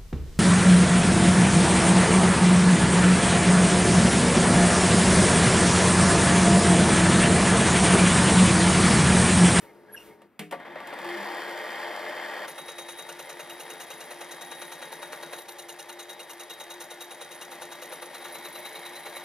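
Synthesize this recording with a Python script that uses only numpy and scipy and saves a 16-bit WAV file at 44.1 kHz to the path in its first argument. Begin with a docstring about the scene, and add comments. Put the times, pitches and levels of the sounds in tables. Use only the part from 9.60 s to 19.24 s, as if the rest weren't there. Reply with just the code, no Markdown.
"""A handwheel squeaks over idling gears and a sliding table; a switch clunks and the drive runs up hard.
Then a slitting saw, slightly off centre, bites a thin steel tube once a turn: it rasps, tube and blade ring.
Toothed contacts are shaped noise, filtered by the cast frame's resonances or smeared by thin steel.
Rings are narrow-band modes driven by the load; squeaks, zings and gear tones are wavering sines.
The milling machine stands close by in a small workshop and is heard through two microphone ports."""
import sys
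import numpy as np
from scipy import signal
from scipy.fft import rfft, irfft, next_fast_len
from scipy.io import wavfile

SR = 44100
rng = np.random.default_rng(int(sys.argv[2]) if len(sys.argv) > 2 else 0)


def log_audio(samples):
    """Write samples as a 16-bit WAV file to the path given in sys.argv[1]."""
    # one column per channel
    frames = np.atleast_2d(samples).T
    # limit to full scale, then quantise
    limited = np.clip(frames, -1, 1)
    pcm = np.round(limited * 32767).astype(np.int16)
    wavfile.write(sys.argv[1], SR, pcm)


N = 425124
T = np.arange(N) / SR
HZ = np.fft.rfftfreq(8192, 1 / SR)  # frequency grid of the colouring filters
EDGE_HZ = 15700  # upper edge of the sound

# Saw passes, one bite a turn: (first bite [s], end [s], one turn [s])
PASSES = [(2.8772, 5.76, .101752), (5.7809, 8.47, .10149), (8.5413, 9.64, .101645)]
# Grip of each pass before the mix: (crunch [dB], blade ring [dB], blade whistle [dB], rubbing [dB])
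GRIP = [(-39.5, -55, -58, -56), (-40, -55.5, -56, -55.5), (-42.5, -59, -55, -60)]
# Teeth that catch in each pass, relative to the bite:
# (drag [dB], first tooth [dB], proud tooth after the bite [s], proud tooth [dB], late tooth [dB])
TEETH = [(-30, -7.5, 0.038, -1.5, -13.5), (-34, -15, 0.0399, -0.5, -26), (-15, -20, 0.0417, 1.5, -7)]
# Rasp as the feed varies: (time [s], level [dB])
RASP_LEVEL = [(2.8, -50), (4.3, -49.5), (5.75, -51), (5.78, -50), (6.2, -48), (6.6, -49.5), (7.25, -48),
              (7.62, -51), (8.25, -49), (8.65, -52.5), (9.64, -54.5)]
# Spectra of crunch and rasp: (frequency [Hz], relative density [dB])
CRUNCH_TONE = [(100, -37), (330, -16), (470, 0), (620, -13), (950, -2), (1400, 5.5), (1800, -4),
               (2150, -2.5), (2500, 2.5), (3200, -6), (6000, -27)]
RASP_TONE = [(1500, -32), (2500, -24), (2860, 2), (3100, -10), (3600, 3.5), (4060, -1.5), (4600, -7),
             (5100, -5.5), (5600, 0.5), (6600, 6.5), (7900, -8.5), (9100, 6.5), (9700, -7), (12900, -3.5),
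             (14800, -18)]
# Squeals of chips and tooth tips: (frequency [Hz], width [Hz], relative level [dB])
CHIP_SQUEALS = [(3900, 590, -1), (5560, 110, -5), (6590, 13, -5), (9080, 170, -4.5)]
# Tube modes, then the rougher ones when clamped shorter: (frequency [Hz], width [Hz], relative level [dB])
TUBE_MODES = [(3335, 39, -15), (3805, 9.5, 0.8)]
SHORT_TUBE_MODES = [(2200, 32, -1.5), (3790, 16, -2.5), (3886, 55, -2), (4010, 80, -11), (11050, 900, -9),
                    (14200, 220, -14)]
# Tube ring, which swells and fades as the slot deepens: (time [s], level [dB])
TUBE_RING = [(2.86, -57), (3.0, -47.5), (3.19, -46), (3.4, -43), (3.5, -51.5), (3.8, -51.5), (4.32, -51),
             (4.42, -58), (4.72, -48), (4.82, -48.5), (4.93, -48), (5.3, -48), (5.53, -52.5), (5.74, -46.5),
             (5.79, -55.5), (5.89, -52), (6.3, -51), (6.5, -46.5), (6.7, -54), (6.9, -44.5), (7.11, -47),
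             (7.21, -50.5), (7.41, -44.5), (7.9, -53), (8.12, -50.5), (8.43, -51.5), (8.96, -46.5),
             (9.35, -49), (9.64, -48)]
# Ringing kept up by rubbing between bites: (time [s], level relative to the bite [dB])
TUBE_SUSTAIN = [(2.86, -15), (3.3, -16), (3.6, -13.5), (5.76, -17.5), (5.8, -20), (7.2, -25), (7.7, -23),
                (8.6, -12), (9.64, -14)]
# Low and high zing of the chips, and chirp of the last cut: (time [s], level [dB])
LOW_ZING = [(2.86, -51), (3.2, -61), (3.4, -47), (3.7, -48.5), (3.9, -45.5), (4.41, -48), (4.52, -54),
            (5.74, -60), (6.15, -43.5), (6.5, -55), (6.61, -45), (6.91, -45), (7.11, -50.5), (7.3, -57),
            (7.72, -52), (7.82, -43), (7.92, -53), (9.64, -51)]
HIGH_ZING = [(2.86, -57), (3.1, -58), (4, -53), (5.7, -45.5), (5.9, -43.5), (6.6, -47.5), (6.8, -57.5),
             (8.5, -49)]
LAST_CHIRP = [(8.5, -47.5), (8.76, -50), (9, -46.5), (9.64, -51)]
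# Low gear throb once a turn: (time [s], level [dB])
THROB_LEVEL = [(2.86, -59), (3.3, -62.5), (4, -60.5), (5.76, -58), (5.82, -80), (6.05, -70), (7.2, -72),
               (7.9, -63.5), (9.64, -60)]
# Gear clatter idling, running hard and cutting: (time [s], level [dB])
IDLE_LEVEL = [(0, -71), (.03, -51), (.2, -56), (.33, -52), (.42, -57.5), (.5, -51), (.57, -57.5),
              (.65, -56.5), (.68, -68)]
HARD_LEVEL = [(.93, -73), (1.0, -47), (1.12, -44.5), (1.2, -43), (1.31, -40), (1.43, -38), (1.49, -35.5),
              (1.7, -35), (2.0, -35), (2.3, -35.5), (2.86, -35.5), (2.89, -71)]
CUTTING_LEVEL = [(2.86, -50), (2.88, -44), (3.0, -45.5), (4.2, -45), (5.76, -44.5), (5.81, -48.5),
                 (7.5, -47), (7.9, -45.5), (8.45, -44.5), (8.7, -43.5), (9.64, -43.5)]
# Spectra of that clatter and of the harsh ring of hard running: (frequency [Hz], relative density [dB])
IDLE_TONE = [(30, -35), (70, -6), (140, 1), (330, 6), (600, -8), (950, -5.5), (1400, -4.5), (2100, -7),
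             (3000, -16.5), (5000, -17), (7500, -30), (11000, -24), (14500, -48)]
HARD_TONE = [(30, -50), (110, -25.5), (175, -22), (330, -5.5), (600, -10), (980, -3), (1400, -2), (1850, 2),
             (2500, -5), (2900, -11), (3500, -6), (4500, -21.5), (6200, -28.5), (14000, -30.5)]
CUTTING_TONE = [(30, -50), (90, -42), (200, -19), (330, -5), (600, -9), (950, -2), (1400, -4), (2000, 1),
                (2500, -5), (2900, -8.5), (3350, -4.5), (4400, -11), (5000, -11.5), (7800, -17.5),
                (11000, -14), (14500, -25.5)]
STRAIN_TONE = [(800, -26), (1010, 15), (1300, 5), (2750, -11), (3110, 12), (3950, -16), (4400, 7.5),
               (5200, 1.5), (6200, -8), (7500, -1), (8500, -10), (10200, -5), (12900, -15), (13900, -2),
               (15500, -62)]
# Shudder of the column under load: (time [s], level [dB]), then (frequency [Hz], relative density [dB])
RUMBLE_LEVEL = [(.95, -57), (1.38, -56.5), (1.48, -60), (1.75, -63), (2.8, -66), (3.1, -67), (5.76, -64),
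                (5.82, -88.5), (7.5, -74), (7.9, -65), (9.64, -65.5)]
RUMBLE_TONE = [(30, -29), (80, -2.5), (115, -15), (135, -16), (162, 8), (185, -9), (208, -0.5), (260, 12.5),
               (500, -56.5)]
# Resonances of the cast frame, table and vice: (frequency [Hz], width [Hz], full lift [dB])
FRAME_MODES = [(159, 69, 3.5), (206.6, 7.9, 16), (309, 19, 8), (349, 27.3, 16), (440.7, 9.6, 14),
               (505.4, 106, 12.5), (570, 67.4, 13.5), (613.8, 31.6, 18), (705, 53, 15), (799, 67, 13.5),
               (865, 32, 6), (915, 86, 11.5), (1030, 110, 3), (1173, 25, 10.5), (1444, 17.5, 9),
               (1640, 40, 7.5), (1746, 24, 9), (1890, 120, 9), (2098, 35, 11), (3176, 20, 11.5)]
# Wavering gear tones, of which the close pair beats: (frequency [Hz], relative level [dB])
GEAR_TONES = [(166.9, -87.5), (347.6, -69), (350.4, -65), (796.7, -72.5)]
# Their common gain: (time [s], level [dB])
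GEAR_LEVEL = [(0, -5), (.64, -31), (.68, -40), (.92, -19.5), (1.1, 11.5), (1.3, 3), (1.42, 10),
              (1.46, 24.5), (1.54, 23), (1.59, 15), (1.66, 18), (2.05, 11.5), (2.8, -7), (3, 7), (5.7, 7),
              (5.9, 7), (9.64, 8)]
# Switch, clutch and gears taking up slack, before the mix:
# (time [s], knock [dB], thud [dB], tick [dB], clank [dB], 60 dB decay of the knock [s])
KNOCKS = [(0.617, -48, -62, -56.5, -77, 0.041), (0.7922, -34, -29.5, -31.5, -62, 0.016),
          (0.91, -41, -51, -38.5, -56, 0.26), (0.923, -30.5, -40.5, -41, -33.5, 0.15),
          (0.998, -41, -70, -57, -54, 0.12), (1.05, -40, -66, -60, -55, 0.22),
          (1.155, -35.5, -64, -59, -47, 0.13), (1.202, -33.5, -49, -50, -40, 0.052),
          (1.271, -37, -58, -40, -54.5, 0.1), (1.326, -32, -44, -53, -49, 0.082),
          (1.335, -37, -58, -44, -55, 0.091), (1.387, -32, -47, -43.5, -48, 0.051),
          (1.444, -35, -54, -41, -40, 0.082)]
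# Spectra of knock, tick and thud: (frequency [Hz], relative density [dB])
KNOCK_TONE = [(50, -54.5), (150, -8), (400, 5.5), (700, 6.5), (1120, 8.5), (1500, 4), (2000, 6), (2900, -5),
              (3400, -8), (4500, -12), (7000, -30), (14000, -51)]
TICK_TONE = [(700, -8), (3000, 13), (5000, 1), (6300, -2), (7800, 3), (11000, 1), (15000, -6)]
THUD_TONE = [(50, -23), (120, -29), (172, 8), (250, -2), (310, -2), (410, -8), (520, -6), (1300, -10.5),
             (2200, -3), (2850, -7), (4000, -33), (8000, -39)]
# Struck modes of the housing and the gears: (frequency [Hz], relative level [dB], 60 dB decay [s])
HOUSING_MODES = [(167.7, -4, 0.41), (201, 6.5, 0.15), (303, -9, 0.86), (409, -6, 0.36), (455, -1.5, 0.22),
                 (727, -7.5, 0.25)]
GEAR_MODES = [(553, -1.5, 0.23), (710, -4, 0.34), (798, 3, .08), (920, 1.5, .15), (1160, 1, 0.16)]
# Squeaks: (time [s], length [s], start [Hz], end [Hz], relative level [dB], fall per overtone [dB])
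SQUEAKS = [(.05, 0.09, 2170, 2090, -59, 30), (0.275, 0.051, 1640, 1710, -54, 30),
           (0.316, 0.053, 11330, 11250, -43, 40), (0.337, 0.028, 1650, 1580, -40, 26),
           (0.357, 0.0364, 2900, 2660, -44, 12), (0.365, 0.082, 2880, 2750, -51.5, 14),
           (0.488, 0.066, 2150, 2120, -60, 30)]
# Table sliding on its ways: (time [s], level [dB]), then (frequency [Hz], relative density [dB])
SLIDE_LEVEL = [(0, -57), (.03, -54), (.1, -65), (.28, -75), (.38, -55.5), (.47, -55), (.56, -69),
               (.68, -100)]
SLIDE_TONE = [(1500, 7), (3000, 3), (5000, -6), (7500, -4), (11000, -1.5), (14000, -2), (15500, -9)]
# Quiet of the workshop: (frequency [Hz], relative density [dB])
ROOM_TONE = [(18, -35), (30, -51), (75, -10), (240, -2), (2080, -15.5), (5880, -39), (15000, -32)]
# Likeness of the two ports: (frequency [Hz], coherence [0-1])
PORT_LIKENESS = [(30, 0.2), (120, 0.8), (480, 0.955), (2000, 0.95), (3800, 0.88), (7500, 0.88),
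                 (12000, 0.8)]
# Level difference of the ports: (frequency [Hz], left minus right [dB])
PORT_LEAN = [(160, -1), (480, 2.5), (1200, 2.5), (2000, .5), (3300, 0), (5000, 2.5), (9000, -0.6)]
# Phase difference of the ports: (frequency [Hz], left ahead of right [rad])
PORT_LEAD = [(200, 0.3), (690, 0.45), (1500, 0.35), (3000, 0.28), (4000, -0.96), (5200, -0.85), (8000, -2),
             (10200, 1)]

# Blade ring and whistle: (frequency [Hz], width [Hz], relative level [dB])
BLADE, WHISTLE = [(10220, 35, 1.6)], [(12320, 73, -1)]
# Tones of the idling drive and whine of hard running: (frequency [Hz], level relative to the clatter [dB])
IDLE_TONES, HARD_TONES = [(425.3, -6), (925.9, -12)], [(3085, -26.5)]

# Load on teeth, push into the frame, jolt to the tube: (attack [s], hold [s], release time constant [s])
TOOTH_SHAPE, PUSH_SHAPE = (0.0063, 0.012, 0.0067), (0.011, 0.0032, 0.0092)
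STRIKE_SHAPE = (0.003, 0.0035, 0.011)
HOLD_SCATTER = .4  # share by which a bite is held longer or shorter
ENTRY_S = 0.0033  # the teeth touch this long before the bite
FIRST_TOOTH_S, FIRST_WIDTH_S = 0.0029, 0.0011  # snap of the first tooth
DRAG_S, DRAG_WIDTH_S = 0.098, 0.0062  # the teeth drag along the slot late in the turn
PROUD_WIDTH_S = 0.0029  # width of the proud and late scrapes
LATE_TOOTH_S, LATE_RING_DB = 0.0817, 12  # a late tooth grazes; it rings the blade more than it rasps
WHISTLE_LAG_S = .011  # the blade whistles again as it springs back
PUSH_REST_DB, PUSH_REST_S = -7, 0.032  # lingering push and its time constant
CRUNCH_LIKENESS, RASP_LIKENESS = .8, .55  # how closely each bite repeats the last (0-1)
CRUNCH_GROWTH, RUB_GROWTH = 0.91, 3.6  # dB for each dB of cutting effort
# Chance differences from bite to bite [dB]
CRUNCH_SCATTER_DB, RASP_SCATTER_DB, TUBE_SCATTER_DB, BLADE_SCATTER_DB = 1.34, 1, 2.3, 2.5
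ZING_SCATTER_DB = 1
RECLAMPED = (8.45, 8.6)  # the shorter clamping takes over between these times [s]
THROB_HZ, THROB_LATE_S, THROB_WIDTH_S = 164.3, 0.044, 0.014
# The column drones briefly, and more faintly along with the hard running
DRONE_HZ, DRONE_S, DRONE_WIDTH_S, DRONE_DB, DRONE_UNDER_DB = 205, 1.62, 0.058, -48.5, -30


def saw():
    """Intermittent cutting: chips tear off under the high side of the blade and force steel modes to ring."""
    current_pass = np.searchsorted([end for _, end, _ in PASSES[:-1]], T)
    crunch_gain, blade_gain, whistle_gain, rub_gain = amp(np.transpose(GRIP))[:, current_pass]
    effort = level(CUTTING_LEVEL) / level(CUTTING_LEVEL).max()
    load = each_turn(tooth_load, RASP_SCATTER_DB) * level(RASP_LEVEL)
    rub = rub_gain * effort ** RUB_GROWTH * amp(6.1 * wander(51))

    force = each_turn(push, CRUNCH_SCATTER_DB) * crunch_gain * effort ** CRUNCH_GROWTH
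    crunch_grain = same_teeth(grit(per_s=1800, spread_db=2.5, smooth=0.4), CRUNCH_LIKENESS)
    crunch = colour(crunch_grain * force, CRUNCH_TONE, frame=1.0)

    rasp_grain = same_teeth(grit(per_s=2500, spread_db=1.7, smooth=0.19), RASP_LIKENESS)
    chips = rasp_grain * np.hypot(load, 0.084 * rub)
    rasp = colour(clang(chips, t60=0.028, wet_db=15.0), RASP_TONE)
    squeal = chatter(np.hypot(load, 0.059 * rub), CHIP_SQUEALS, steady=0.034)

    tube_load = np.hypot(each_turn(tube_strike, TUBE_SCATTER_DB), level(TUBE_SUSTAIN)) * level(TUBE_RING)
    short = np.interp(T, RECLAMPED, (0, 1))
    tube = chatter(tube_load * (1 - short), TUBE_MODES, steady=.9)
    tube += chatter(tube_load * short, SHORT_TUBE_MODES, steady=0.16)

    blade_load = each_turn(lambda t, k: tooth_load(t, k, LATE_RING_DB), BLADE_SCATTER_DB)
    whistle_load = each_turn(whistle_contact, BLADE_SCATTER_DB)
    blade = chatter(np.hypot(blade_load * blade_gain, 0.7 * rub), BLADE, steady=.95)
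    blade += chatter(np.hypot(whistle_load * whistle_gain, 0.3 * rub), WHISTLE, steady=.85)
    return amp(1.4) * crunch + amp(3.0) * rasp + amp(-5.0) * squeal + amp(4.0) * tube + amp(1.5) * blade


def tooth_load(t, k, late_boost_db=0):
    """Runout of the blade: drag, first snap and main bite, then scrapes of a proud and a late tooth."""
    drag_db, first_db, proud_s, proud_db, late_db = TEETH[k]
    attack, hold, release = TOOTH_SHAPE
    bite = stroke(t, attack, hold * (1 + HOLD_SCATTER * rng.uniform(-0.95, 1)), release)
    drag = amp(drag_db) * swell(t, DRAG_S, DRAG_WIDTH_S)
    snap = amp(first_db) * swell(t, FIRST_TOOTH_S, FIRST_WIDTH_S)
    proud = amp(proud_db) * swell(t, proud_s, PROUD_WIDTH_S)
    late = amp(late_db + late_boost_db) * swell(t, LATE_TOOTH_S, PROUD_WIDTH_S)
    return drag + snap + bite + proud + late


def whistle_contact(t, k):
    """Elastic recoil: the blade is excited at each contact and again as it springs back."""
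    return np.maximum(tooth_load(t, k), tooth_load(t - WHISTLE_LAG_S, k))


def push(t, k):
    """Reaction force: the first tooth jolts the frame; the push then builds slowly and partly lingers."""
    attack, hold, release = PUSH_SHAPE
    jolt = amp(TEETH[k][1] - 5.0) * swell(t, FIRST_TOOTH_S, FIRST_WIDTH_S)
    rest = amp(PUSH_REST_DB) * stroke(t, attack, hold, PUSH_REST_S)
    return jolt + np.maximum(stroke(t, attack, hold, release), rest)


def tube_strike(t, k):
    """Impulsive excitation: the tube is struck as the teeth enter, and again by the late tooth."""
    return stroke(t, *STRIKE_SHAPE) + amp(TEETH[k][-1] + 3.0) * swell(t, LATE_TOOTH_S, PROUD_WIDTH_S)


def stroke(t, attack, hold, release):
    """Force envelope: the high side of the blade enters the steel, cuts and lets go exponentially."""
    t = t + ENTRY_S
    return np.clip(t / attack, 0, 1) * np.exp(-np.maximum(t - attack - hold, 0) / release)


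def swell(t, centre_s, width_s):
    """Gaussian pulse: a bell-shaped rise and fall."""
    return np.exp(-((t - centre_s) / width_s) ** 2)


def each_turn(shape, scatter_db):
    """Periodic forcing: one shape a turn, of time since the bite and pass, with chance strength."""
    out, t = np.zeros(N), np.arange(-SR // 100, SR // 8) / SR
    for k, (first, end, turn_s) in enumerate(PASSES):
        for s in np.arange(first, end, turn_s):
            strength = amp(scatter_db * np.sqrt(3) * rng.uniform(-1, 1))  # scatter_db is the rms
            add(out, s + t[0], strength * shape(t, k))
    return out


def same_teeth(x, likeness):
    """Cyclic correlation: the same teeth return, so each bite partly repeats the grain of the last."""
    out = x.copy()
    for first, end, turn_s in PASSES:
        size = round(turn_s * SR)
        for i in range(round(first * SR), min(round(end * SR), N), size):
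            now = out[:, i:i + size]
            before = out[:, i - size:i][:, :now.shape[1]]
            out[:, i:i + size] = likeness * before + np.sqrt(1 - likeness ** 2) * now
    return out


def chatter(load, modes, steady):
    """Forced resonance: modes swell with the load and ring on; rubbing teeth keep their strength steady."""
    out = np.zeros((2, N))
    for hz, width, db in modes:
        r, skirt = np.exp(-np.pi * width / SR), np.exp(-np.pi * 600 / SR)
        turn = np.exp(2j * np.pi * hz * T)
        # noise shifted down to zero frequency, narrowed there, then shifted back
        swing = signal.lfilter([1], np.poly([r, skirt]), rng.standard_normal((2, N)) * turn.conj())
        swing /= (abs(swing) + 1e-9) ** steady
        energy = signal.lfilter([1 - r * r], [1, -r * r], load ** 2)
        out += amp(db) * unit((turn * swing).real) * np.sqrt(energy)
    return out


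def clang(x, t60, wet_db):
    """Modal overlap: many close modes of thin steel smear impacts into a short ring, nearly even in colour."""
    t = np.arange(SR // 10) / SR
    tail = rng.standard_normal((2, len(t))) * amp(-60 * t / t60)
    tail /= np.linalg.norm(tail, axis=1, keepdims=True)
    ring = rfft((t == 0) + amp(wet_db) * tail, 2 * len(t))
    # a minimum-phase inverse flattens most of the colour
    log_gain = np.log(abs(np.c_[ring, ring[:, -2:0:-1]]) + 1e-3)
    flatten = np.exp(-.8 * np.conj(signal.hilbert(log_gain)))[:, :ring.shape[1]]
    ring = irfft(ring * flatten)[:, :len(t)]
    return signal.oaconvolve(x, ring / np.linalg.norm(ring, axis=1, keepdims=True), axes=1)[:, :N]


def zings():
    """Stick-slip of chips: metallic notes top each stroke and turn into broad chirps in the last cut."""
    low = zing(hz=2825, scatter_hz=25, glide_hz_per_s=3750, rough_hz=30, late_s=0.014, width_s=0.0071)
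    high = zing(hz=4130, scatter_hz=91, glide_hz_per_s=4700, rough_hz=80, late_s=0.0095, width_s=0.0037)
    last = zing(hz=4020, scatter_hz=89, glide_hz_per_s=3400, rough_hz=90, late_s=0.0144, width_s=0.016)
    return low * level(LOW_ZING) + high * level(HIGH_ZING) + last * level(LAST_CHIRP)


def zing(hz, scatter_hz, glide_hz_per_s, rough_hz, late_s, width_s):
    """Phase diffusion: once a turn, a short gliding note of uncertain pitch."""
    def note(t, k):
        pitch = hz + scatter_hz * rng.uniform(-0.98, 1) + glide_hz_per_s * (t - late_s)
        drift = np.sqrt(2 * np.pi * rough_hz / SR) * rng.standard_normal(len(t))
        return np.sqrt(2) * swell(t, late_s, width_s) * np.sin(np.cumsum(2 * np.pi * pitch / SR + drift))
    return each_turn(note, ZING_SCATTER_DB)


def throb():
    """Amplitude modulation: a low gear throb, a soft 164 Hz pulse once a turn, after each bite."""
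    pulses = each_turn(lambda t, k: swell(t, THROB_LATE_S, THROB_WIDTH_S), CRUNCH_SCATTER_DB)
    tone = np.sqrt(2) * np.sin(2 * np.pi * THROB_HZ * T + wander(6.4))
    return tone * pulses * level(THROB_LEVEL)


def gears():
    """Backlash impacts: teeth rattle about eight times a spindle turn and excite the frame's resonances."""
    knock_hz = 78.4
    beat = unit(amp(1.3 * np.cos(2 * np.pi * knock_hz * T + 1.88 * wander(9.4)) + .5 * wander(36)))
    rattle = grit(per_s=3500, spread_db=1.0, smooth=0.91) * beat
    effort = level(HARD_LEVEL)
    idle = colour(rattle * level(IDLE_LEVEL), IDLE_TONE, frame=0.81)
    hard = colour(clang(rattle, t60=0.086, wet_db=-3.5) * effort, HARD_TONE, frame=0.87)
    # the treble grows faster than the effort
    flanks = grit(per_s=1800, spread_db=3.5, smooth=1.0) * beat
    strain = amp(-45.5) * colour(flanks * (effort / effort.max()) ** 1.9, STRAIN_TONE, frame=0.53)
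    cutting = colour(rattle * level(CUTTING_LEVEL), CUTTING_TONE, frame=0.74)
    rumble = colour(rng.standard_normal((2, N)) * level(RUMBLE_LEVEL), RUMBLE_TONE, frame=0.57)
    return idle + hard + strain + cutting + rumble


def whine():
    """Gear meshing: its tones and the column's drone waver in pitch and strength; close tones beat."""
    hard = level(HARD_LEVEL)
    mesh = tones(GEAR_TONES) * level(GEAR_LEVEL)
    mesh += tones(IDLE_TONES) * level(IDLE_LEVEL) + tones(HARD_TONES) * hard
    drone = amp(DRONE_DB) * swell(T, DRONE_S, DRONE_WIDTH_S) + amp(DRONE_UNDER_DB) * hard
    return mesh + wavering(DRONE_HZ) * drone


def wavering(hz):
    """Random modulation: a sine slowly varied in phase and amplitude."""
    return np.sqrt(2) * amp(2 * wander(8.1)) * np.sin(2 * np.pi * hz * T + wander(8.8))


def tones(rows):
    """Superposition of independently wavering sines."""
    return sum(amp(db) * wavering(hz) for hz, db in rows)


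def knocks():
    """Impact excitation: a frame rattle, a sharp tick, a clank of gears and a longer thud of the housing."""
    body, tick, thud, rings = np.zeros((4, 2, N))
    t = np.arange(SR // 2) / SR
    for s, knock_db, thud_db, tick_db, clank_db, t60 in KNOCKS:
        add(rings[0], s, amp(thud_db - 5.0) * ringing(HOUSING_MODES, t, rise_s=0.016))
        add(rings[0], s, amp(clank_db) * ringing(GEAR_MODES, t, rise_s=0.0034))
        burst = rng.standard_normal((3, 2, len(t))) * (1 - np.exp(-t / 0.0012))
        add(body, s, burst[0] * amp(knock_db - 60 * t / t60))
        # the tick dies fast, over a weaker slow tail
        tick_decay = amp(-60 * t / 0.031) + amp(-12.5 - 60 * t / 0.24)
        add(tick, s, burst[1] * amp(tick_db) * tick_decay)
        add(thud, s, burst[2] * amp(thud_db - 60 * t / 0.22))
    rattle = colour(body, KNOCK_TONE, frame=.4)
    return rattle + colour(tick, TICK_TONE) + amp(-7.0) * colour(thud, THUD_TONE) + rings


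def ringing(modes, t, rise_s):
    """Damped free vibration: struck modes swell quickly and decay, with chance phases at every blow."""
    start = rng.uniform(0, 2 * np.pi, len(modes))
    partials = sum(amp(db - 60 * t / t60) * np.sin(2 * np.pi * hz * t + phase)
                   for (hz, db, t60), phase in zip(modes, start))
    return partials * (1 - np.exp(-t / rise_s))


def handwheel():
    """Stick-slip friction: short harmonic squeaks, rough in pitch and strength."""
    out, jitter, grip = np.zeros(N), wander(460), unit(amp(2.4 * wander(400)))
    for s, length, start_hz, end_hz, db, fall_db in SQUEAKS:
        count = int(length * SR)
        hz = np.linspace(start_hz, end_hz, count) + 60 * jitter[int(s * SR):][:count]
        phase = 2 * np.pi * np.cumsum(hz) / SR
        tone = sum(amp(db - fall_db * k) * np.sin((k + 1) * phase)
                   for k in range(3) if (k + 1) * start_hz < EDGE_HZ)
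        add(out, s, np.sqrt(2) * tone * np.hanning(count))
    return out * grip


def background():
    """Broadband noise: the friction hiss of the sliding table and the quiet of the workshop."""
    slide = colour(rng.standard_normal((2, N)) * level(SLIDE_LEVEL), SLIDE_TONE)
    return slide + amp(-64.5) * colour(rng.standard_normal((2, N)), ROOM_TONE)


def ports(paths):
    """Partial coherence: both ports hear the direct path; the scattered path tells them apart."""
    hz = np.fft.rfftfreq(N, 1 / SR)
    direct, scattered = rfft(paths)
    same = read(PORT_LIKENESS, hz)
    common, apart = direct * np.sqrt((1 + same) / 2), scattered * np.sqrt((1 - same) / 2)
    lean = amp(read(PORT_LEAN, hz) / 2) * np.exp(1j * read(PORT_LEAD, hz) / 2)
    return irfft(np.array([(common + apart) * lean, (common - apart) / lean]), N)


def grit(per_s, spread_db, smooth):
    """Granular friction: uneven tiny impacts over a smooth share of noise, on two sound paths."""
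    size = (rng.random(N) < per_s / SR) * amp(spread_db * np.minimum(rng.exponential(1, N), 4))
    impacts = unit(size * rng.standard_normal((2, N)))
    return unit(impacts + smooth * rng.standard_normal((2, N)))


def colour(x, tone, frame=0):
    """Minimum-phase filtering at unit power; frame is how strongly the frame's resonances stand out."""
    lifts = sum(lift / (1 + (2 * (HZ - f) / width) ** 2) for f, width, lift in FRAME_MODES)
    db = read(tone, HZ) + frame * lifts
    log_gain = np.log(amp(np.r_[db, db[-2:0:-1]]))
    taps = np.fft.ifft(np.exp(np.conj(signal.hilbert(log_gain)))).real[:len(HZ)]
    return signal.oaconvolve(x, taps[None] / np.linalg.norm(taps), axes=1)[:, :N]


def wander(hz):
    """Low-pass random process of rms 1, up to about hz."""
    size = next_fast_len(N // 8)
    f = np.fft.rfftfreq(size, T[-1] / size)
    slow = irfft(rfft(rng.standard_normal(size)) * np.exp(-(f / hz) ** 2), size)
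    return unit(np.interp(T, np.linspace(0, T[-1], size), slow))


def amp(db):
    """Decibel law: amplitude ratio of a level."""
    return 10 ** (np.asarray(db) / 20)


def unit(x):
    """Normalisation to rms 1."""
    return x / np.sqrt(np.mean(x ** 2) + 1e-20)


def read(points, hz):
    """Interpolation of a spectrum by straight lines on a log frequency axis."""
    f, value = np.transpose(points)
    return np.interp(np.log(hz + 1), np.log(f), value)


def level(rows, t=T):
    """Gain from a piecewise-linear dB curve, practically silent outside its span."""
    s, db = np.transpose(rows)
    return amp(np.interp(t, s, db, left=-140, right=-140))


def add(mix, s, sound):
    """Superposition: adds a sound into the mix from time s."""
    part = mix[..., max(round(s * SR), 0):][..., :sound.shape[-1]]
    part += sound[..., :part.shape[-1]]


def scene():
    """Superposition of all sources; the purely tonal ones take only the direct path."""
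    paths = saw() + gears() + knocks() + background()
    paths[0] += zings() + throb() + whine() + handwheel()
    return ports(paths)


def record(dry):
    """Band limitation by a linear-phase low-pass filter."""
    lowpass = signal.firwin(511, EDGE_HZ, window=("kaiser", 9), fs=SR)
    return signal.oaconvolve(dry, lowpass[None], "same")


dry = scene()
out = record(dry)
log_audio(out)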